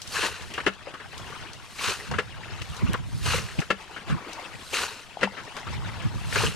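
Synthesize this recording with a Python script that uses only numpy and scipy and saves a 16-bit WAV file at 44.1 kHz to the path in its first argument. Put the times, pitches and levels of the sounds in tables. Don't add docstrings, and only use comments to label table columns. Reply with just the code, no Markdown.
import sys
import numpy as np
from scipy import signal
from scipy.fft import rfft, irfft, next_fast_len
from scipy.io import wavfile
from scipy.ndimage import uniform_filter1d, map_coordinates

SR = 44100
rng = np.random.default_rng(int(sys.argv[2]) if len(sys.argv) > 2 else 0)


def put_to_file(sound):
    columns = np.atleast_2d(sound).T
    safe = np.clip(columns, -1, 1)
    whole_steps = np.round(safe * 32767)
    wavfile.write(sys.argv[1], SR, whole_steps.astype(np.int16))


N = 288899

# centre_s, lap_db, trickle_db, churn_db, half_width_s
UPSWINGS = [(1.356, -45.5, -51, -50, 0.22), (2.85, -44, -47, -45.5, 0.12), (4.36, -45, -58, -43.5, 0.24),
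            (5.977, -43.5, -55, -51, 0.4)]
# freq_hz, gain_db
SMACK_EQ = [(71, -15), (120, -7), (474, 2.5), (887, -7.5), (1500, -2), (1660, -2), (2540, -7), (2800, -2.5),
            (3570, -12.5), (9810, -30.5), (15000, -74)]
SPRAY_EQ = [(2500, -1), (4200, 3), (6500, -2), (9000, -3.5), (12000, -11.5), (15000, -22)]
# freq_hz, coherence
WIDE = [(200, 1), (600, 0.75), (1500, 0.72), (4000, 0.36), (12000, 0.077)]
NARROW = [(290, .75), (640, 0.98), (1400, 0.95), (3100, 0.85), (7000, 0.73), (15000, 1)]


def bucket_slaps():
    # start_s, slap_db, thud_db, contact_s, skim_db
    hits = [(0.663, -14, -21.5, 0.023, -44.5), (2.184, -18, -32, .02, -48),
            (3.702, -15.5, -22.5, 0.02, -55), (5.229, -15, -16, 0.021, -31.5)]
    # pitch_hz, level_db, t60_s
    modes = [(108, -24, .14), (196, 1, .14), (440, -10, .1)]
    out, t = np.zeros((2, N)), np.arange(SR // 4) / SR
    air_push = np.exp(-((t - .0025) / .00008) ** 2)
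    hollow = sum(amp(db - 60 * t / t60) * np.sin(2 * np.pi * hz * t) for hz, db, t60 in modes)
    hollow *= fade_in(t, 0.02)
    for start_s, slap_db, thud_db, contact_s, skim_db in hits:
        skim = stereo(noise_pair(SR // 40), SMACK_EQ, WIDE)
        add(out, start_s - .018, amp(skim_db) * skim)
        contact = fade_in(t, .0013) * (np.exp(-(t / contact_s) ** 2) + 0.057 * np.exp(-t / 0.018))
        smack = contact * stereo(noise_pair(len(t)), SMACK_EQ, WIDE)
        force = contact * rng.standard_normal(len(t)) + 5 * air_push
        plastic = unit(filtered(force, bucket_wall)) * np.std(contact)
        add(out, start_s, amp(slap_db) * (amp(-6) * smack + amp(-5) * plastic) + amp(thud_db) * hollow)
    return pan(4.5) * out


def bucket_wall(hz):
    # pitch_hz, bandwidth_hz, level_db
    modes = [(315, 390, -13.5), (438, 59, 3), (1027, 61, -2.5), (1352, 53, 5.5), (1704, 42, 6.5),
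             (1980, 125, 0.5), (2145, 45, 2), (2690, 61, 1.5), (4000, 141.5, -24)]
    return sum((-1) ** k * amp(db) * 1j * hz * width / (pitch ** 2 - hz ** 2 + 1j * hz * width)
               for k, (pitch, width, db) in enumerate(modes))


def bucket_churn():
    # freq_hz, gain_db
    churn_eq = [(150, -18), (330, 5.5), (700, -9), (1200, 0.5), (2200, -12), (5000, -35)]
    rim_s, rim_hz = 6.0, 1700
    swing = sum(amp(churn_db) * hump(centre_s, half_s) for centre_s, _, _, churn_db, half_s in UPSWINGS)
    churn = stereo(patchy(noise_pair(N), depth_db=7.5), churn_eq, WIDE)
    ring = filtered(rng.standard_normal(N), lambda hz: 1 / (1 + ((hz - rim_hz) / 22) ** 2))
    sliding = amp(-49) * swell(np.arange(N) / SR - rim_s, attack_s=0.022, hold_s=.02, release_s=0.11)
    return pan(3) * (swing * churn + sliding * unit(ring))


def bucket_knock():
    # freq_hz, gain_db
    click_eq = [(800, -20), (3000, 7), (9000, -3), (15000, -8)]
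    start_s, decay_s = 2.933, 0.0016
    out, t = np.zeros((2, N)), np.arange(SR // 40) / SR
    click = stereo(noise_pair(len(t)), click_eq, NARROW) * np.exp(-t / decay_s)
    add(out, start_s, amp(-24) * click)
    return out


def flung_water():
    # freq_hz, gain_db
    splash_eq = [(300, -26.5), (600, -23), (1000, -4), (1500, -1), (2200, -7.5), (2750, 0), (3500, -12),
                 (4150, -5), (4900, -14), (6500, -13), (10000, -25), (15000, -52)]
    plunge_eq = [(120, -32), (280, -20.5), (450, -3), (700, -21), (1100, -16), (2500, -47)]
    splash_gain, spray_gain, plunge_gain = landing_envelopes()
    lumps = unit(amp(1.9 * wobble(130)))
    coarse_drops = patchy(drops(rate=900, spread_db=7, hiss_db=5.5), depth_db=1.5)
    splash = lumps * stereo(coarse_drops, splash_eq, NARROW)
    froth = bubbles(rate=530, lo_hz=820, hi_hz=3010, cycles=6.7, spread_db=12.5)
    fine_drops = patchy(drops(rate=2000, spread_db=1.5, hiss_db=-2.5), depth_db=2.5)
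    spray = stereo(fine_drops, SPRAY_EQ, NARROW)
    thuds = drops(rate=400, spread_db=3, hiss_db=-6)
    plunge = unit(amp(5.4 * wobble(70))) * stereo(thuds, plunge_eq, NARROW)
    body = splash_gain * (amp(-1.5) * splash + amp(-8) * froth) + plunge_gain * amp(-1) * plunge
    return pan(3.1) * body + pan(1) * spray_gain * amp(-4.5) * spray


def landing_envelopes():
    # start_s, splash_db, spray_db, plunge_db, first_lump_db, spray_lead_s, attack_s, pour_s
    throws = [(0.166, -27.5, -31, -32.5, -48, 0.033, 0.023, 0.1),
              (1.83, -27, -30.5, -40.5, -50, 0.0018, 0.03, 0.091),
              (3.268, -28, -29, -30.5, -54, 0.011, 0.015, 0.1),
              (4.738, -29, -29, -36.5, -34.5, 0.0047, 0.0085, 0.1),
              (6.353, -28.5, -29.5, -30, -32.5, 0.015, 0.021, 0.11)]
    splash, spray, plunge = np.zeros((3, N))
    for start_s, splash_db, spray_db, plunge_db, lump_db, lead_s, attack_s, pour_s in throws:
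        t = np.arange(N) / SR - start_s
        rebound = hump(start_s + 0.21, half_s=0.08)
        splash += amp(splash_db) * swell(t, attack_s, pour_s, release_s=0.022) + amp(-43) * rebound
        shower = swell(t + lead_s, 1.08 * attack_s, pour_s + lead_s, release_s=0.036)
        strays = amp(-8.5) * swell(t + lead_s, attack_s=0.13, hold_s=pour_s + lead_s, release_s=0.15)
        spray += amp(spray_db) * np.hypot(shower, strays)
        lump = amp(lump_db) * swell(t, attack_s=.006, hold_s=.015, release_s=0.038)
        bulk = amp(plunge_db) * swell(t - pour_s + 0.012, attack_s=0.035, hold_s=0, release_s=0.027)
        plunge += lump + bulk + amp(-50) * rebound
    return splash, spray, plunge


def slops():
    # start_s, level_db, pitch_hz, length_s
    lumps = [(0.229, -18, 970, 0.04), (0.537, -27.5, 2700, 0.038), (0.578, -17, 1210, 0.017),
             (0.601, -20, 1840, 0.015), (0.868, -32.5, 650, 0.034), (0.938, -26.5, 1180, 0.025),
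             (0.999, -30, 1570, 0.022), (1.129, -34.5, 1796, 0.02), (1.791, -24, 2490, 0.012),
             (2.112, -22, 940, 0.019), (2.137, -20, 1320, 0.021), (2.615, -23, 2600, 0.01),
             (2.939, -15, 1210, 0.016), (3.588, -22, 2760, 0.014), (3.616, -21.5, 1520, 0.017),
             (3.963, -25, 1570, 0.021), (4.097, -24.5, 1320, 0.036), (4.73, -22, 2720, 0.016),
             (5.369, -26, 1330, 0.039), (5.566, -26.5, 930, 0.021), (5.669, -26, 1140, 0.014),
             (6.325, -18, 1920, 0.011), (6.356, -10.5, 1460, 0.016)]
    out, t = np.zeros((2, N)), np.arange(SR // 6) / SR
    for start_s, db, pitch_hz, length_s in lumps:
        pocket = lambda hz: amp(-9.5) + 1 / (1 + (np.log2((hz + 1) / pitch_hz) / 0.3) ** 2)
        puff = stereo(filtered(noise_pair(len(t)), pocket), SMACK_EQ, WIDE)
        add(out, start_s, amp(db - 10) * puff * fade_in(t, 0.00087) * np.exp(-(t / length_s) ** 2))
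        for late, octave in zip(np.linspace(0, 1, 4), rng.uniform(-.4, .4, 4)):
            pop = bubble(t, pitch_hz * 2 ** octave, cycles=4.5, rise=.06)
            add(out, start_s + length_s * late * rng.uniform(.8, 1.6), amp(db - 9 - 7 * late) * pop)
    return pan(5.2) * out


def gulps():
    # start_s, level_db, pitch_hz, decay_cycles
    pockets = [(0.167, -15.5, 1590, 4.6), (0.667, -15, 343, 2.5), (0.872, -27, 510, 2.5),
               (2.186, -16.5, 433.5, 3.2), (3.588, -22.5, 266, 1.85), (4.742, -10, 2400, 2.1),
               (5.171, -18, 704, 1.5), (5.232, -20, 471, 6.5), (5.274, -18.5, 825, 2.6)]
    out, t = np.zeros(N), np.arange(SR // 10) / SR
    for start_s, db, pitch_hz, cycles in pockets:
        add(out, start_s, amp(db) * bubble(t, pitch_hz, cycles, rise=0.061))
    return pan(6.2) * out


def stirred_water():
    # freq_hz, gain_db
    wash_eq = [(120, -4.5), (200, 0), (298, -2.5), (338, -1.5), (560, -7.5), (896, 0), (2380, -3),
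               (2650, -0.5), (3410, -5.5), (8720, -21), (15000, -39.5)]
    lap_gain, trickle_gain = stirring_envelopes()
    clumps = amp(1.5 * wobble(35))
    wash = stereo(patchy(drops(rate=700, spread_db=-1.5, hiss_db=5), depth_db=4), wash_eq, WIDE)
    gurgle = bubbles(rate=220, lo_hz=398, hi_hz=2166, cycles=3.1, spread_db=4, samples=1024)
    drips = bubbles(rate=22, lo_hz=700, hi_hz=3200, cycles=5, spread_db=3, samples=1536)
    lapping = lap_gain * clumps * (amp(-3) * wash + amp(-10) * gurgle + amp(-15) * drips)
    trickle = trickle_gain * stereo(drops(rate=140, spread_db=5, hiss_db=6), SPRAY_EQ, NARROW)
    return pan(5.05) * lapping + pan(0.37) * amp(-4) * trickle


def stirring_envelopes():
    # centre_s, lap_db, trickle_db, half_width_s
    scoops = [(0.53, -51, -48.5, 0.15), (0.894, -53, -77, 0.11), (2.124, -56, -55, 0.21),
              (2.522, -45.5, -60, 0.14), (3.597, -50, -47.5, 0.087), (3.821, -47, -53.5, 0.041),
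              (3.955, -50.5, -56, 0.073), (4.103, -37, -50, 0.026), (5.394, -51.5, -66, 0.27),
              (5.583, -47.5, -62, 0.042)]
    lap, trickle = np.full(N, amp(-48.5)), np.full(N, amp(-63))
    for centre_s, lap_db, trickle_db, half_s in scoops:
        lap += amp(lap_db) * hump(centre_s, half_s)
        trickle += amp(trickle_db) * hump(centre_s, half_s)
    for centre_s, lap_db, trickle_db, _, half_s in UPSWINGS:
        lap += amp(lap_db) * hump(centre_s, 1.01 * half_s)
        trickle += amp(trickle_db) * hump(centre_s - 0.099, 1.03 * half_s)
    return lap, trickle


def mud_spatters():
    # start_s, level_db
    flecks = [(0.0177, -31), (0.075, -32.5), (0.422, -38.5), (0.5388, -33.5), (1.179, -35), (1.5331, -37.5),
              (2.1141, -36), (2.6194, -35.5), (3.5924, -36), (4.332, -35), (5.568, -36)]
    # freq_hz, gain_db
    tick_eq = [(1200, -23), (3000, 7.5), (6000, 8.5), (10000, -4), (15000, -17)]
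    strays_per_s = 4.6
    out, t = np.zeros((2, N)), np.arange(SR // 12) / SR
    trickle_db = 20 * np.log10(stirring_envelopes()[1])
    strays = [(i / SR, trickle_db[i] + 11) for i in rng.integers(N, size=int(strays_per_s * N / SR))]
    tick, fizz = 1.8 * np.exp(-t / .0012), 0.83 * np.exp(-t / 0.019)
    for start_s, db in flecks + strays:
        add(out, start_s, amp(db - 8) * (tick + fizz) * stereo(noise_pair(len(t)), tick_eq, WIDE))
    return pan(3.5) * out


def wind_and_thumps():
    # time_s, level_db
    strength = [(0.0, -44.5), (0.75, -44.5), (0.95, -51.5), (1.25, -41.5), (1.7, -49.1), (2.15, -41),
                (2.45, -39), (2.8, -34), (3.0, -32), (3.35, -25), (3.52, -41), (3.85, -52), (4.3, -53),
                (5.62, -53), (5.72, -23.9), (5.98, -36.5), (6.1, -27.5), (6.55, -32.5)]
    # wind eddies, and at 4.13 s the bucket's hollow thud as it is lifted
    # centre_s, level_db, half_width_s
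    low_thumps = [(1.887, -31, 0.014), (2.137, -27.5, 0.046), (2.845, -17, 0.015), (2.896, -21, 0.015),
                  (3.595, -17, 0.0079), (4.131, -23.5, 0.036), (4.557, -40, 0.017), (6.063, -19.5, 0.016),
                  (6.467, -22, 0.03)]
    # freq_hz, gain_db
    breeze_eq = [(20, -34), (35, -11), (60, -1.5), (110, 2.5), (190, -7.5), (280, -20.5), (450, -29),
                 (900, -61)]
    thump_eq = [(25, -45), (60, 1.5), (110, 4.5), (170, 4.5), (250, -5.5), (350, -19), (700, -60.5)]
    opposed = [(30, -0.39), (130, -0.65), (350, -0.63)]  # freq_hz, coherence
    breeze_db = np.interp(np.arange(N) / SR, *np.transpose(strength)) - 1
    flutter = unit(amp(7 * np.tanh(wobble(35) / 2)))
    breeze = amp(breeze_db) * flutter * unit(stereo(noise_pair(N), breeze_eq, opposed))
    thump_gain = sum(amp(db) * hump(centre_s, half_s) for centre_s, db, half_s in low_thumps)
    thumps = thump_gain * unit(stereo(noise_pair(N), thump_eq, opposed))
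    return pan(-2) * (breeze + thumps)


def bank_scatter(sound, t60_s=0.14):
    t = np.arange(SR // 4) / SR
    tail = noise_pair(len(t)) * amp(-60 * t / t60_s) * fade_in(t, 0.025)
    return signal.fftconvolve(sound, tail / np.linalg.norm(tail[0]), axes=1)[:, :N]


def bubble(t, hz, cycles, rise):
    age = t * hz / cycles
    phase = 2 * np.pi * hz * t * (1 + rise * np.minimum(age, 4) / 2)
    return np.sin(phase) * np.exp(-age) * fade_in(t, 0.5 / hz)


def bubbles(rate, lo_hz, hi_hz, cycles, spread_db, samples=512):
    onset, pitch, rank, life = np.hsplit(rng.random((int(rate * N / SR), 4)), 4)
    hz = lo_hz * (hi_hz / lo_hz) ** pitch
    strength = amp(-spread_db * np.log(.04 + .96 * rank)) * np.sqrt(hz)
    rings = strength * bubble(np.arange(samples) / SR, hz, cycles * (.5 + life), rise=0.041)
    rings *= np.linspace(1, 0, samples)
    where = (onset * N).astype(int) + np.arange(samples)
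    return unit(np.bincount(where.ravel(), rings.ravel(), N)[:N])


def drops(rate, spread_db, hiss_db):
    hit = rng.random((2, N)) < rate / SR
    strength = amp(spread_db * np.minimum(rng.exponential(size=(2, N)), 3))
    polarity = rng.choice([-1, 1], (2, N))
    return unit(unit(hit * strength * polarity) + amp(hiss_db) * noise_pair(N))


def patchy(pair, depth_db):
    spectra = signal.stft(pair, nperseg=512)[2]
    patches = uniform_filter1d(rng.standard_normal(spectra.shape[1:]), size=5, axis=0)
    patches = unit(uniform_filter1d(patches, size=3, axis=1))
    return signal.istft(spectra * amp(depth_db * patches), nperseg=512)[1][:, :pair.shape[1]]


def stereo(pair, eq, coherence):
    def mid_side(hz):
        angle = np.arccos(np.clip(along(coherence, hz), -.99, .99)) / 2
        return amp(along(eq, hz)) * [np.cos(angle), np.sin(angle)]
    mid, side = filtered(pair, mid_side)
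    return np.array([mid + side, mid - side]) / (np.std(mid) + 1e-12)


def swell(t, attack_s, hold_s, release_s):
    return np.exp(np.minimum(t, 0) / attack_s - np.maximum(t - hold_s, 0) / release_s)


def hump(centre_s, half_s):
    return np.exp(-((np.arange(N) / SR - centre_s) / half_s) ** 2)


def fade_in(t, attack_s):
    return 1 - np.exp(-t / attack_s)


def wobble(rate):
    return map_coordinates(rng.standard_normal(int(N * rate / SR) + 4), [np.arange(N) * rate / SR])


def noise_pair(samples):
    return rng.standard_normal((2, samples))


def filtered(x, response):
    n = x.shape[-1]
    padded = next_fast_len(n + 8192)
    return irfft(rfft(x, padded) * response(np.fft.rfftfreq(padded, 1 / SR)), padded)[..., :n]


def along(points, hz):
    freqs, values = np.transpose(points)
    return np.interp(np.log(hz + 1), np.log(freqs + 1), values)


def add(track, start_s, sound):
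    part = track[..., max(round(start_s * SR), 0):][..., :sound.shape[-1]]
    part += sound[..., :part.shape[-1]]


def pan(left_db):
    return amp([[left_db / 2], [-left_db / 2]])


def amp(db):
    return 10 ** (np.asarray(db) / 20)


def unit(x):
    return x / np.sqrt(np.mean(x ** 2) + 1e-20)


def scene():
    work = flung_water() + stirred_water() + bucket_churn() + bucket_slaps()
    work += slops() + gulps() + mud_spatters() + bucket_knock()
    left_lead_s = 1.2e-5
    work = filtered(work, lambda hz: np.exp(1j * np.pi * hz * left_lead_s * np.array([[1], [-1]])))
    return work + amp(-17.5) * bank_scatter(work) + wind_and_thumps()


def record(dry):
    cutoff_hz = 15600
    return filtered(dry, lambda hz: 1 / (1 + (hz / cutoff_hz) ** 120))


dry = scene()
out = record(dry)
put_to_file(out)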